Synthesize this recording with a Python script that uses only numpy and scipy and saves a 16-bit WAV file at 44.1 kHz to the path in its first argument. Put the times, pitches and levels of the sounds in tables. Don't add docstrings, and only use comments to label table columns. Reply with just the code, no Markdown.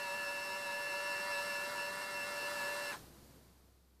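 import sys
import numpy as np
from scipy import signal
from scipy.fft import rfft, irfft, next_fast_len
from scipy.io import wavfile

SR = 44100
rng = np.random.default_rng(int(sys.argv[2]) if len(sys.argv) > 2 else 0)


def generate_wav(signal):
    frames = np.transpose(np.atleast_2d(signal))
    scaled = np.clip(frames, -1, 1) * 32767
    pcm = np.round(scaled).astype(np.int16)
    wavfile.write(sys.argv[1], SR, pcm)


N = 176400
TIME = np.arange(N) / SR
POWER_OFF_S, BRAKE_S = 2.921, .075


def from_db(db):
    return 10 ** (np.asarray(db) / 20)


def envelope(rows):
    return from_db(np.interp(TIME, *np.transpose(rows)))


def drift(corner_hz):
    hop = 40
    pole = np.exp(-2 * np.pi * corner_hz * hop / SR)
    slow = signal.lfilter([1], [1, -2 * pole, pole * pole], rng.standard_normal(N // hop + 2002))[2000:]
    return np.interp(np.arange(N) / hop, np.arange(len(slow)), slow / slow.std())


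def white():
    return rng.standard_normal(N) * np.sqrt(SR / 2)


def colour(x, points):
    hz, db = np.transpose(points)
    size = next_fast_len(N + SR)
    bin_hz = np.maximum(np.arange(size // 2 + 1) * SR / size, 1)
    gain = from_db(np.interp(np.log(bin_hz), np.log(hz), db))
    return irfft(rfft(x, size) * gain, size)[:N]


def resonance(x, hz, width_hz):
    r = np.exp(-np.pi * width_hz / SR)
    feedback = [1, -2 * r * np.cos(2 * np.pi * hz / SR), r * r]
    return signal.lfilter(np.array([1, 0, -1]) * (1 - r * r) / 2, feedback, x)


# (frequency [Hz], gain [dB])
HISS_SPECTRUM = [(20, -88), (45, -110), (90, -83.5), (160, -83), (300, -86.5), (600, -92.5), (1000, -96),
                 (1600, -100), (2600, -104), (3600, -103), (4500, -100.5), (5500, -104), (9000, -105),
                 (14500, -104)]
# (time [s], level [dB])
HISS_ENVELOPE = [(0, -8.5), (2.9, -6), (2.99, 2.5), (3.1, -2.5), (3.3, -4), (3.5, -8.5), (3.8, -14),
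                 (4, -16)]
# (time [s], level [dB])
HUM_ENVELOPE = [(0, -79), (.6, -85), (1.1, -79), (2.92, -78), (3.02, -64.5), (3.5, -67), (4, -69.5)]


def background(hum_hz=64.4, waver=.13):
    phase = 2 * np.pi * hum_hz * TIME + waver * drift(3.5)
    hum = np.sqrt(2) * np.sin(phase) * (1 + waver * drift(2.4))
    hiss = colour(white(), HISS_SPECTRUM)
    return hiss * envelope(HISS_ENVELOPE) + hum * envelope(HUM_ENVELOPE)


def bench_reflections(x, gain_db=-14.5, t60_s=.15, delay_s=.003):
    t = TIME[:SR // 2]
    response = rng.standard_normal(len(t)) * from_db(-60 * t / t60_s) * (t > delay_s)
    return from_db(gain_db) * signal.fftconvolve(x, response / np.linalg.norm(response))[:N]


# (time [s], frequency [Hz], bandwidth [Hz], peak density [dB/Hz])
CLATTER_BURSTS = [(2.931, 1560, 420, -77), (2.942, 980, 180, -70.5), (2.935, 3900, 510, -89)]


def clatter(half_length_s=.018):
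    return sum(from_db(db) * resonance(white() * np.exp(-((TIME - s) / half_length_s) ** 2), hz, width)
               for s, hz, width, db in CLATTER_BURSTS)


# (frequency [Hz], bandwidth [Hz], gain [dB])
CASING_MODES = [(946, 49, 8), (1715, 47, 10.5), (2600, 36, 4), (5360, 100, 4.5), (8100, 340, 5.5)]


def casing(force):
    return force + sum((from_db(db) - 1) * resonance(force, hz, width) for hz, width, db in CASING_MODES)


# (frequency [Hz], gain [dB])
TICK_SPECTRUM = [(100, -18), (400, -16), (1000, -12), (2500, -12), (4300, -3), (8000, 0.5), (14000, -2)]


def ticks(turns, per_turn=48, spread_db=1.5, jitter_s=8e-6, flicker=.3):
    spots = rng.random(per_turn)
    strength = from_db(spread_db * rng.standard_normal(per_turn)) * rng.choice([-1, 1], per_turn)
    chance = rng.standard_normal((int(turns[-1]), per_turn, 2))
    hit_turns = np.arange(len(chance))[:, None] + spots
    hit_s = np.interp(hit_turns, turns, TIME) + jitter_s * chance[..., 0]
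    sizes = strength * (1 + flicker * chance[..., 1])
    slots = np.clip(hit_s * SR * 4, 0, 4 * N - 1).astype(int)
    impacts = signal.resample_poly(np.bincount(slots.ravel(), sizes.ravel(), 4 * N), 1, 4)
    impacts *= np.sqrt(SR / 2) / impacts[TIME < POWER_OFF_S].std()
    return colour(impacts, TICK_SPECTRUM)


# (frequency [Hz], gain [dB])
SCRAPE_SPECTRUM = [(100, 0), (500, 0), (1500, -0.5), (4000, -1.5), (8000, -0.5), (14000, -0.5)]


def scrape(turns, depth=.39, per_turn=4):
    pulsing = 1 + depth * np.cos(2 * np.pi * per_turn * turns)
    return colour(white() * pulsing, SCRAPE_SPECTRUM)


# (time [s], level [dB])
BRUSH_ENVELOPE = [(0, -0.5), (.6, -0.5), (1.0, -0.5), (1.3, 1), (1.7, 1.1), (2.1, -0.5), (2.6, 2.5),
                  (2.95, 1.5)]
# (frequency [Hz], gain [dB])
BRUSH_SPECTRUM = [(40, -101), (100, -99), (200, -87), (400, -86), (750, -86.5), (1100, -84), (1500, -83.5),
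                  (1950, -90.5), (2500, -90.5), (3100, -94), (4200, -89.5), (5200, -94), (6400, -97),
                  (7400, -98.5), (8600, -98.5), (9800, -101), (10800, -94.5), (12300, -103), (13600, -99),
                  (14500, -102)]


def brushes(turns, speed_share):
    force = (scrape(turns) + ticks(turns)) * envelope(BRUSH_ENVELOPE)
    return colour(force * speed_share ** .69, BRUSH_SPECTRUM)


JOLT_ORDERS = (6, 10, 14, 18, 22)


def harmonic(turns, order, waver, waver_hz=15.2):
    offset = rng.random() * (order not in JOLT_ORDERS)
    angle = 2 * np.pi * (order * turns + offset)
    wave = (1 + waver * drift(waver_hz)) * np.cos(angle) + waver * drift(waver_hz) * np.sin(angle)
    return wave * np.sqrt(2 / (1 + 2 * waver ** 2))


def rotor_tone(turns, speed, order, db, slope, racing_hz=96.3):
    excess_hz = np.maximum(speed - racing_hz, 0)
    waver = min(from_db((-65 - db) / 2) / 2, .55)
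    return from_db(db + slope * excess_hz) * harmonic(turns, order, waver)


def squeak(turns, speed, critical_hz=95.1, width_hz=.5):
    nearness = np.exp(-((speed - critical_hz) / width_hz) ** 2)
    return nearness * rotor_tone(turns, speed, order=40, db=-57.5, slope=0)


# (centre time [s], duration [s], level [dB])
CHUG_SWELLS = [(0.102, .12, -45.5), (0.299, .06, -46.5), (0.393, .05, -47), (0.521, .07, -46.5),
               (0.707, 0.063, -47.5), (.80, .05, -48.5), (0.938, 0.046, -48.5), (1.11, 0.15, -48.5),
               (1.268, 0.098, -46), (1.37, 0.073, -43.5), (1.594, 0.081, -47), (1.776, 0.058, -47.5),
               (2.02, 0.054, -49), (2.17, 0.073, -49), (2.31, .04, -48), (2.394, .04, -49),
               (2.617, 0.064, -47.5)]


def chug(turns, floor_db=-53):
    amplitude = from_db(floor_db)
    for centre_s, length_s, db in CHUG_SWELLS:
        swell = np.exp(-(2 * (TIME - centre_s) / length_s) ** 4 / 2)
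        amplitude = np.maximum(amplitude, from_db(db) * swell)
    return amplitude * harmonic(turns, order=10, waver=.31)


# (level [dB], slope with excess speed [dB/Hz])
WHINE_PARTIALS = [(-46.5, -10), (-56, -8), (-65.5, 0), (-70, -5)]
# (time [s], level [dB])
WHINE_ENVELOPE = [(0.0, -1.3), (0.26, 0.1), (0.53, -1), (0.79, -0.7), (1.05, 1.2), (1.32, 1.4), (1.58, 1),
                  (1.85, -0.5), (2.11, 1), (2.37, 0), (2.64, -3), (2.9, -0.2)]


def whine(turns, speed, order=28):
    partials = sum(rotor_tone(turns, speed, order * k, db, slope)
                   for k, (db, slope) in enumerate(WHINE_PARTIALS, 1))
    return partials * envelope(WHINE_ENVELOPE)


# (order [cycles/turn], level [dB], slope with excess speed [dB/Hz])
BUZZ_HARMONICS = [(4, -68.8, 0), (5, -69.9, 0), (6, -49.2, 0), (7, -72.0, 0), (8, -69.0, 0),
                  (9, -65.3, -10), (11, -66.0, 0), (12, -62.3, 5), (13, -65.7, 8), (14, -58.2, 8),
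                  (15, -58.9, 4), (17, -66.5, -6), (18, -46.0, -6), (20, -64.8, 6), (22, -61.1, 7),
                  (24, -63.4, -10), (26, -71.3, -1), (30, -59.5, -12), (34, -71.8, 4), (36, -70.5, 6),
                  (37, -74.0, 0), (38, -69.3, -12), (39, -74.0, 0), (40, -70.9, 8), (42, -64.9, 3),
                  (43, -67.2, -6), (44, -67.8, -10), (46, -61.5, -4), (47, -72.0, 0), (48, -72.7, 7),
                  (50, -67.6, 7), (54, -76.0, 0), (58, -77.4, 8), (62, -69.0, -8), (72, -70.2, -12),
                  (86, -72.3, 8)]
# (time [s], level [dB])
BUZZ_ENVELOPE = [(0.0, -0.5), (0.26, -1), (0.53, -1), (0.79, -0.2), (1.05, 2), (1.32, 3.0), (1.58, 0.4),
                 (1.85, 0), (2.11, -0.5), (2.37, 0.3), (2.64, 1), (2.9, -0.5)]


def rotor(turns, speed, fade_db_per_s=900):
    buzz = sum(rotor_tone(turns, speed, *row) for row in BUZZ_HARMONICS) * envelope(BUZZ_ENVELOPE)
    fade = from_db(-fade_db_per_s * np.maximum(TIME - POWER_OFF_S, 0))
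    return (buzz + whine(turns, speed) + squeak(turns, speed) + chug(turns)) * fade


# (time [s], rotation rate [Hz])
SHAFT_SPEED = [(0.0, 96.46), (0.09, 94.93), (0.17, 96.31), (0.29, 95.31), (0.34, 95.99), (0.39, 95.41),
               (0.45, 96.4), (0.51, 95.39), (0.6, 96.63), (0.69, 95.16), (0.83, 96.44), (0.93, 95.53),
               (1.03, 96.61), (1.14, 96.0), (1.29, 96.94), (1.36, 95.23), (1.45, 96.63), (1.59, 95.73),
               (1.72, 97.31), (1.8, 96.04), (1.97, 97.02), (2.01, 96.57), (2.1, 97.21), (2.21, 95.84),
               (2.28, 97.02), (2.43, 95.99), (2.52, 97.07), (2.62, 95.54), (2.78, 96.92), (2.89, 96.05)]


def shaft(speed_share, flutter=.0012, jump_s=2.02):
    times, rates = np.transpose(SHAFT_SPEED)
    rows = np.arange(len(times))
    position = np.interp(TIME, times, rows)
    eased = np.floor(position) + (1 - np.cos(np.pi * (position % 1))) / 2
    speed = np.interp(eased, rows, rates)
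    jump = .0445 * np.exp(-((TIME - jump_s) / .006) ** 2)
    unsteady = flutter * drift(20.8) + jump
    return np.cumsum(speed * speed_share * (1 + unsteady)) / SR, speed


def scene():
    speed_share = np.clip(1 - (TIME - POWER_OFF_S) / BRAKE_S, 0, 1)
    turns, speed = shaft(speed_share)
    tones = rotor(turns, speed)
    rattle = casing(brushes(turns, speed_share)) + clatter()
    reflections = bench_reflections(from_db(-16.5) * tones + rattle)
    return (tones + rattle + reflections + background())[None]


def record(dry):
    return signal.sosfilt(signal.ellip(12, .1, 70, 14650, fs=SR, output="sos"), dry)


dry = scene()
out = record(dry)
generate_wav(out)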